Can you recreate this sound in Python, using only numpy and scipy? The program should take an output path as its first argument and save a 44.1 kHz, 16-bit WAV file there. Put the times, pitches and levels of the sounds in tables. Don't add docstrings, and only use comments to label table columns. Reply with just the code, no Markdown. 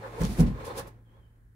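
import sys
import numpy as np
from scipy import signal
from scipy.fft import rfft, irfft, next_fast_len
from scipy.io import wavfile
from scipy.ndimage import map_coordinates

SR = 44100
rng = np.random.default_rng(int(sys.argv[2]) if len(sys.argv) > 2 else 0)


def waveform_to_disk(signal):
    frames = np.transpose(np.atleast_2d(signal))
    scaled = np.clip(frames, -1, 1) * 32767
    samples = np.round(scaled).astype(np.int16)
    wavfile.write(sys.argv[1], SR, samples)


N = 68355


def bumps():
    # (time [s], ring level [dB], main ring pitch [Hz], thud level [dB])
    hits = [(0.2068, -15.5, 164.2, -24.5), (0.2128, -23.5, 150.3, -34), (0.2272, -17, 184.3, -35),
            (0.2431, -22, 202, -58), (0.292, -23.5, 196, -37), (0.309, -24.5, 151, -39.5),
            (0.3903, -6.5, 170, -34), (0.4023, -5.5, 157.7, -13), (0.4196, -14.5, 192, -20),
            (0.452, -25.5, 139, -33), (0.4734, -20.5, 203, -19), (0.506, -21.5, 147.6, -38),
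            (0.535, -31.5, 138, -40)]
    # (pitch [Hz], level against the main ring [dB], t60 [s])
    bump_modes = [(133.5, -10.5, 0.24), (237.1, -13, 0.213), (270.6, -33, 0.22), (408.7, -24, 0.11),
                  (475, -20, 0.11), (632, -32, 0.12), (727.5, -24.5, 0.11)]
    # (pitch [Hz], level against the thud level [dB], t60 [s])
    thud_modes = [(49.06, 2, 0.28), (65.5, 1, 0.11)]
    main_t60_s, left_lag_s = 0.12, 0.00025
    out = 0
    for start, db, hz, thud_db in hits:
        knock = ring(start, [(hz, 0, main_t60_s)] + bump_modes, attack_s=0.0065)
        thud = ring(start, thud_modes, attack_s=0.0091)
        out += amp(db) * knock + amp(thud_db) * thud
    delay_s = np.array([[0.5], [-0.5]]) * left_lag_s
    return pan(filtered(out, lambda hz: np.exp(-2j * np.pi * hz * delay_s)), left_db=0.15)


def reel():
    # (time [s], scrape level [dB], resonance emphasis [dB])
    pull = [(0, -47.5, -18), (0.026, -45.5, 2.5), (0.036, -47, -2), (0.07, -43.5, -1), (0.105, -48, -1),
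            (0.16, -43.5, 1), (0.195, -41, -7), (0.222, -33.5, -3), (0.255, -47.5, 7.5), (0.3, -45, -9),
            (0.365, -44, -19), (0.405, -34, -10.5), (0.46, -43.5, -3), (0.54, -49, -3.5), (0.61, -43, -0.5),
            (0.66, -44, -2.5), (0.71, -43.5, 7.5), (0.745, -44, -2.5), (0.797, -40, 4), (0.845, -50, -7),
            (0.875, -47.5, -0.5), (0.92, -60, -8.5), (1.04, -74.5, -1.5), (1.12, -66, -6),
            (1.18, -66.5, 0.5), (1.23, -69.5, -7), (1.55, -82.5, -3.5)]
    # (centre [Hz], width [Hz], relative level [dB])
    modes = [(458.3, 51, 0.5), (547.6, 36.5, -1), (700, 74, -15.5), (869, 50, -3.5), (1059, 45.4, -1),
             (1400, 460, -17.5), (1720, 83, -13.5), (2350, 82, -27), (3535, 170, -22), (4230, 200, -25.5)]
    # (frequency [Hz], relative level [dB])
    rasp_colour = [(60, -5.5), (200, -2.5), (350, 0.5), (700, -5.5), (1200, -8.5), (2200, -13),
                   (3500, -25.5), (6000, -29), (15000, -36)]

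    def shell(hz):
        return sum((-1) ** k * amp(db) * 1j * hz * width / (centre ** 2 - hz ** 2 + 1j * hz * width)
                   for k, (centre, width, db) in enumerate(modes))

    level_db, emphasis_db = curves(pull)
    rings = spread(slips(per_s=1500, spread_db=3), shell)
    rasp = spread(slips(per_s=5000, spread_db=2), eq(rasp_colour))
    scrape = amp(emphasis_db - 1) * rings + amp(-1.5) * rasp
    return pan(amp(level_db) * scrape, left_db=-0.87)


def chatters():
    # (peak time [s], level [dB], pitch [Hz], half length [s], scuff against the tone [dB])
    grips = [(0.053, -43, 532, 0.026, 0), (0.189, -35, 474, 0.0091, -25), (0.677, -40, 460, 0.013, -20),
             (0.796, -39.5, 536, 0.022, -6.5), (0.987, -65.5, 498, .012, -10), (1.169, -67, 541, 0.034, -2)]
    # (frequency [Hz], relative level [dB])
    scuff_colour = [(150, -24), (400, -12.5), (650, -6), (850, 5), (1080, -0.5), (1300, -0.5), (1800, -6),
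                    (2600, -25.5), (6000, -42)]
    roughness_rad, overtone_db, squareness = 0.6, -11.5, 3.8
    t, out = clock(), 0
    scuff = spread(slips(per_s=2700, spread_db=4.5), eq(scuff_colour))
    for peak, db, hz, half_length, scuff_db in grips:
        phase = 2 * np.pi * hz * t + roughness_rad * wobble(per_s=180)
        tone = np.sqrt(2) * (np.sin(phase) + amp(overtone_db) * np.sin(2 * phase))
        envelope = np.exp(-np.abs((t - peak) / half_length) ** squareness)
        out += amp(db) * envelope * (tone + amp(scuff_db) * scuff)
    return out


def swishes():
    # (peak time [s], level [dB], 20 dB rise [s], hold [s], 20 dB fall [s], added tilt [dB/octave])
    strokes = [(0.215, -45.5, 0.028, 0.0081, 0.03, 4), (0.251, -42.5, .025, 0.015, 0.058, -2),
               (0.322, -48, 0.23, 0.012, 0.13, 1.5), (0.404, -40, 0.041, 0.011, 0.034, 4),
               (0.471, -44.5, 0.0091, 0.009, 0.048, -4.5), (0.659, -48, 0.0093, 0.019, 0.071, 2),
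               (0.787, -39.5, 0.025, 0.014, 0.031, 3.5), (0.784, -48, 0.075, 0.013, 0.094, -4.5),
               (0.878, -55.5, 0.0069, 0.0086, 0.024, 6)]
    # (frequency [Hz], relative level [dB])
    colour = [(500, -12), (1500, 0), (2800, 1.5), (4300, 3), (6500, -1.5), (8500, -3.5), (10300, 0),
              (12500, -8.5), (15500, -9.5)]
    t, out = clock(), 0
    for peak, db, rise, hold, fall, tilt_db in strokes:
        before, after = (peak - t - hold / 2) / rise, (t - peak - hold / 2) / fall
        fade_db = -20 * np.maximum(np.maximum(before, after), 0)
        fibres = slips(per_s=7700, spread_db=1)
        grain = spread(fibres, lambda hz: amp(along(colour, hz) + tilt_db * np.log2(hz + 1)))
        out += amp(db + fade_db) * grain
    return pan(out, left_db=-0.6)


def catches():
    # (time [s], level [dB])
    snags = [(0.217, -35), (0.2356, -34), (0.2512, -31.5), (0.3982, -37), (0.4057, -31)]
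    # (frequency [Hz], relative level [dB])
    colour = [(1000, -2), (3000, -14), (5400, 5), (8000, 0), (11000, -8.5), (15500, -12)]
    t = clock()
    envelope = sum(amp(db) * (t >= start) * decay(np.abs(t - start), t60_s=0.01) for start, db in snags)
    return envelope * noise(colour)


def rumble():
    # (time [s], level [dB])
    swells = [(0, -58), (0.18, -61), (0.205, -33), (0.32, -36.5), (0.355, -53), (0.385, -27), (0.48, -32.5),
              (0.57, -48), (0.68, -48.5), (0.83, -48.5), (0.95, -59), (1.05, -61.5), (1.55, -68)]
    # (frequency [Hz], relative level [dB])
    colour = [(25, -29), (48, 4.5), (90, -1.5), (130, -5.5), (250, -9.5), (340, -16), (600, -25.5),
              (2000, -78)]
    level_db, = curves(swells)
    return amp(level_db) * noise(colour)


def squeak():
    # (time [s], pitch [Hz], level [dB])
    glide = [(1.03, 3160, -99), (1.06, 3280, -80), (1.094, 3140, -76), (1.135, 3210, -79.5),
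             (1.165, 3330, -80), (1.19, 3270, -81), (1.245, 3070, -77.5), (1.29, 3070, -85),
             (1.43, 3100, -99)]
    hz, db = curves(glide)
    carrier = np.exp(2j * np.pi * np.cumsum(hz) / SR)
    flutters = [wobble(per_s=250) + 1j * wobble(per_s=250) for _ in range(2)]
    return amp(db) * np.array([unit((carrier * flutter).real) for flutter in flutters])


def room_tone():
    # (pitch [Hz], base level [dB])
    partials = [(48.4, -70), (113, -59.5), (170, -78)]
    # (time [s], gain [dB])
    fader = [(0, 10), (0.85, 9.5), (1.0, 2), (1.55, -2)]
    # (frequency [Hz], relative level [dB])
    air_colour = [(20, 6), (45, 12), (80, -1.5), (150, -18), (250, -14.5), (450, -37.5), (900, -35.5),
                  (1700, -23), (2600, -45), (6000, -45.5), (10500, -39), (15500, -42)]
    waver_db, air_db = 1.0, -55.5
    gain_db, = curves(fader)
    hum = 0
    for hz, db in partials:
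        level = amp(db + gain_db + waver_db * wobble(per_s=5))
        hum += level * np.sqrt(2) * np.sin(2 * np.pi * hz * clock())
    return hum + amp(air_db) * noise(air_colour)


def brick_corner(send):
    # (frequency [Hz], t60 [s])
    decay_times = [(100, 0.19), (600, 0.18), (3000, 0.12), (12000, 0.15)]
    hz, t, spectrum = signal.stft(rng.standard_normal((2, SR // 2)), SR, nperseg=256)
    _, tail = signal.istft(spectrum * decay(t, along(decay_times, hz)[:, None]), SR, nperseg=256)
    return signal.fftconvolve(send, tail / np.linalg.norm(tail[0]), axes=1)[:, :N]


def amp(db):
    return 10 ** (np.asarray(db) / 20)


def unit(x):
    return x / np.sqrt(np.mean(x ** 2) + 1e-20)


def pan(x, left_db):
    return x * amp([[left_db], [-left_db]])


def clock():
    return np.arange(N) / SR


def decay(t, t60_s):
    return np.exp(-np.log(1000) * t / t60_s)


def curves(rows):
    times, *columns = np.transpose(rows)
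    return [np.interp(clock(), times, column) for column in columns]


def along(points, hz):
    knots_hz, values = np.transpose(points)
    return np.interp(np.log(hz + 1), np.log(knots_hz + 1), values)


def eq(colour):
    return lambda hz: amp(along(colour, hz))


def wobble(per_s):
    return map_coordinates(rng.standard_normal(4096), [clock() * per_s], mode="wrap")


def filtered(x, response):
    size = next_fast_len(N + SR // 2)
    return irfft(rfft(x, size) * response(np.fft.rfftfreq(size, 1 / SR)), size)[..., :N]


def spread(pair, response):
    # (frequency [Hz], left-right correlation [-1 to 1])
    likeness = [(60, 0.88), (290, 0.93), (640, 0.58), (1100, -0.27), (3100, 0.11), (15000, -0.096)]

    def mid_side(hz):
        angle = np.arccos(along(likeness, hz)) / 2
        return response(hz) * np.array([np.cos(angle), np.sin(angle)])

    mid, side = filtered(pair, mid_side)
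    return unit(np.array([mid + side, mid - side]))


def noise(colour):
    return spread(rng.standard_normal((2, N)), eq(colour))


def slips(per_s, spread_db):
    hits = rng.random((2, N)) < per_s / SR
    polarity = np.sign(rng.standard_normal((2, N)))
    return hits * polarity * amp(spread_db * rng.standard_normal((2, N)))


def ring(start, modes, attack_s):
    t = np.maximum(clock() - start, 0)
    tones = sum(amp(db) * decay(t, t60) * np.sin(2 * np.pi * hz * t) for hz, db, t60 in modes)
    return (1 - np.exp(-t / attack_s)) * tones


def scene():
    bump_send_db, friction_send_db = -15, -16
    knocks = bumps()
    friction = reel() + chatters() + swishes() + catches()
    send = amp(bump_send_db) * knocks + amp(friction_send_db) * friction
    return knocks + friction + rumble() + brick_corner(send) + squeak() + room_tone()


def record(dry):
    low_cut_hz, top_hz = 35.5, 15700
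    return filtered(dry, lambda hz: (hz < top_hz) * hz ** 4 / np.sqrt(hz ** 8 + low_cut_hz ** 8))


dry = scene()
out = record(dry)
waveform_to_disk(out)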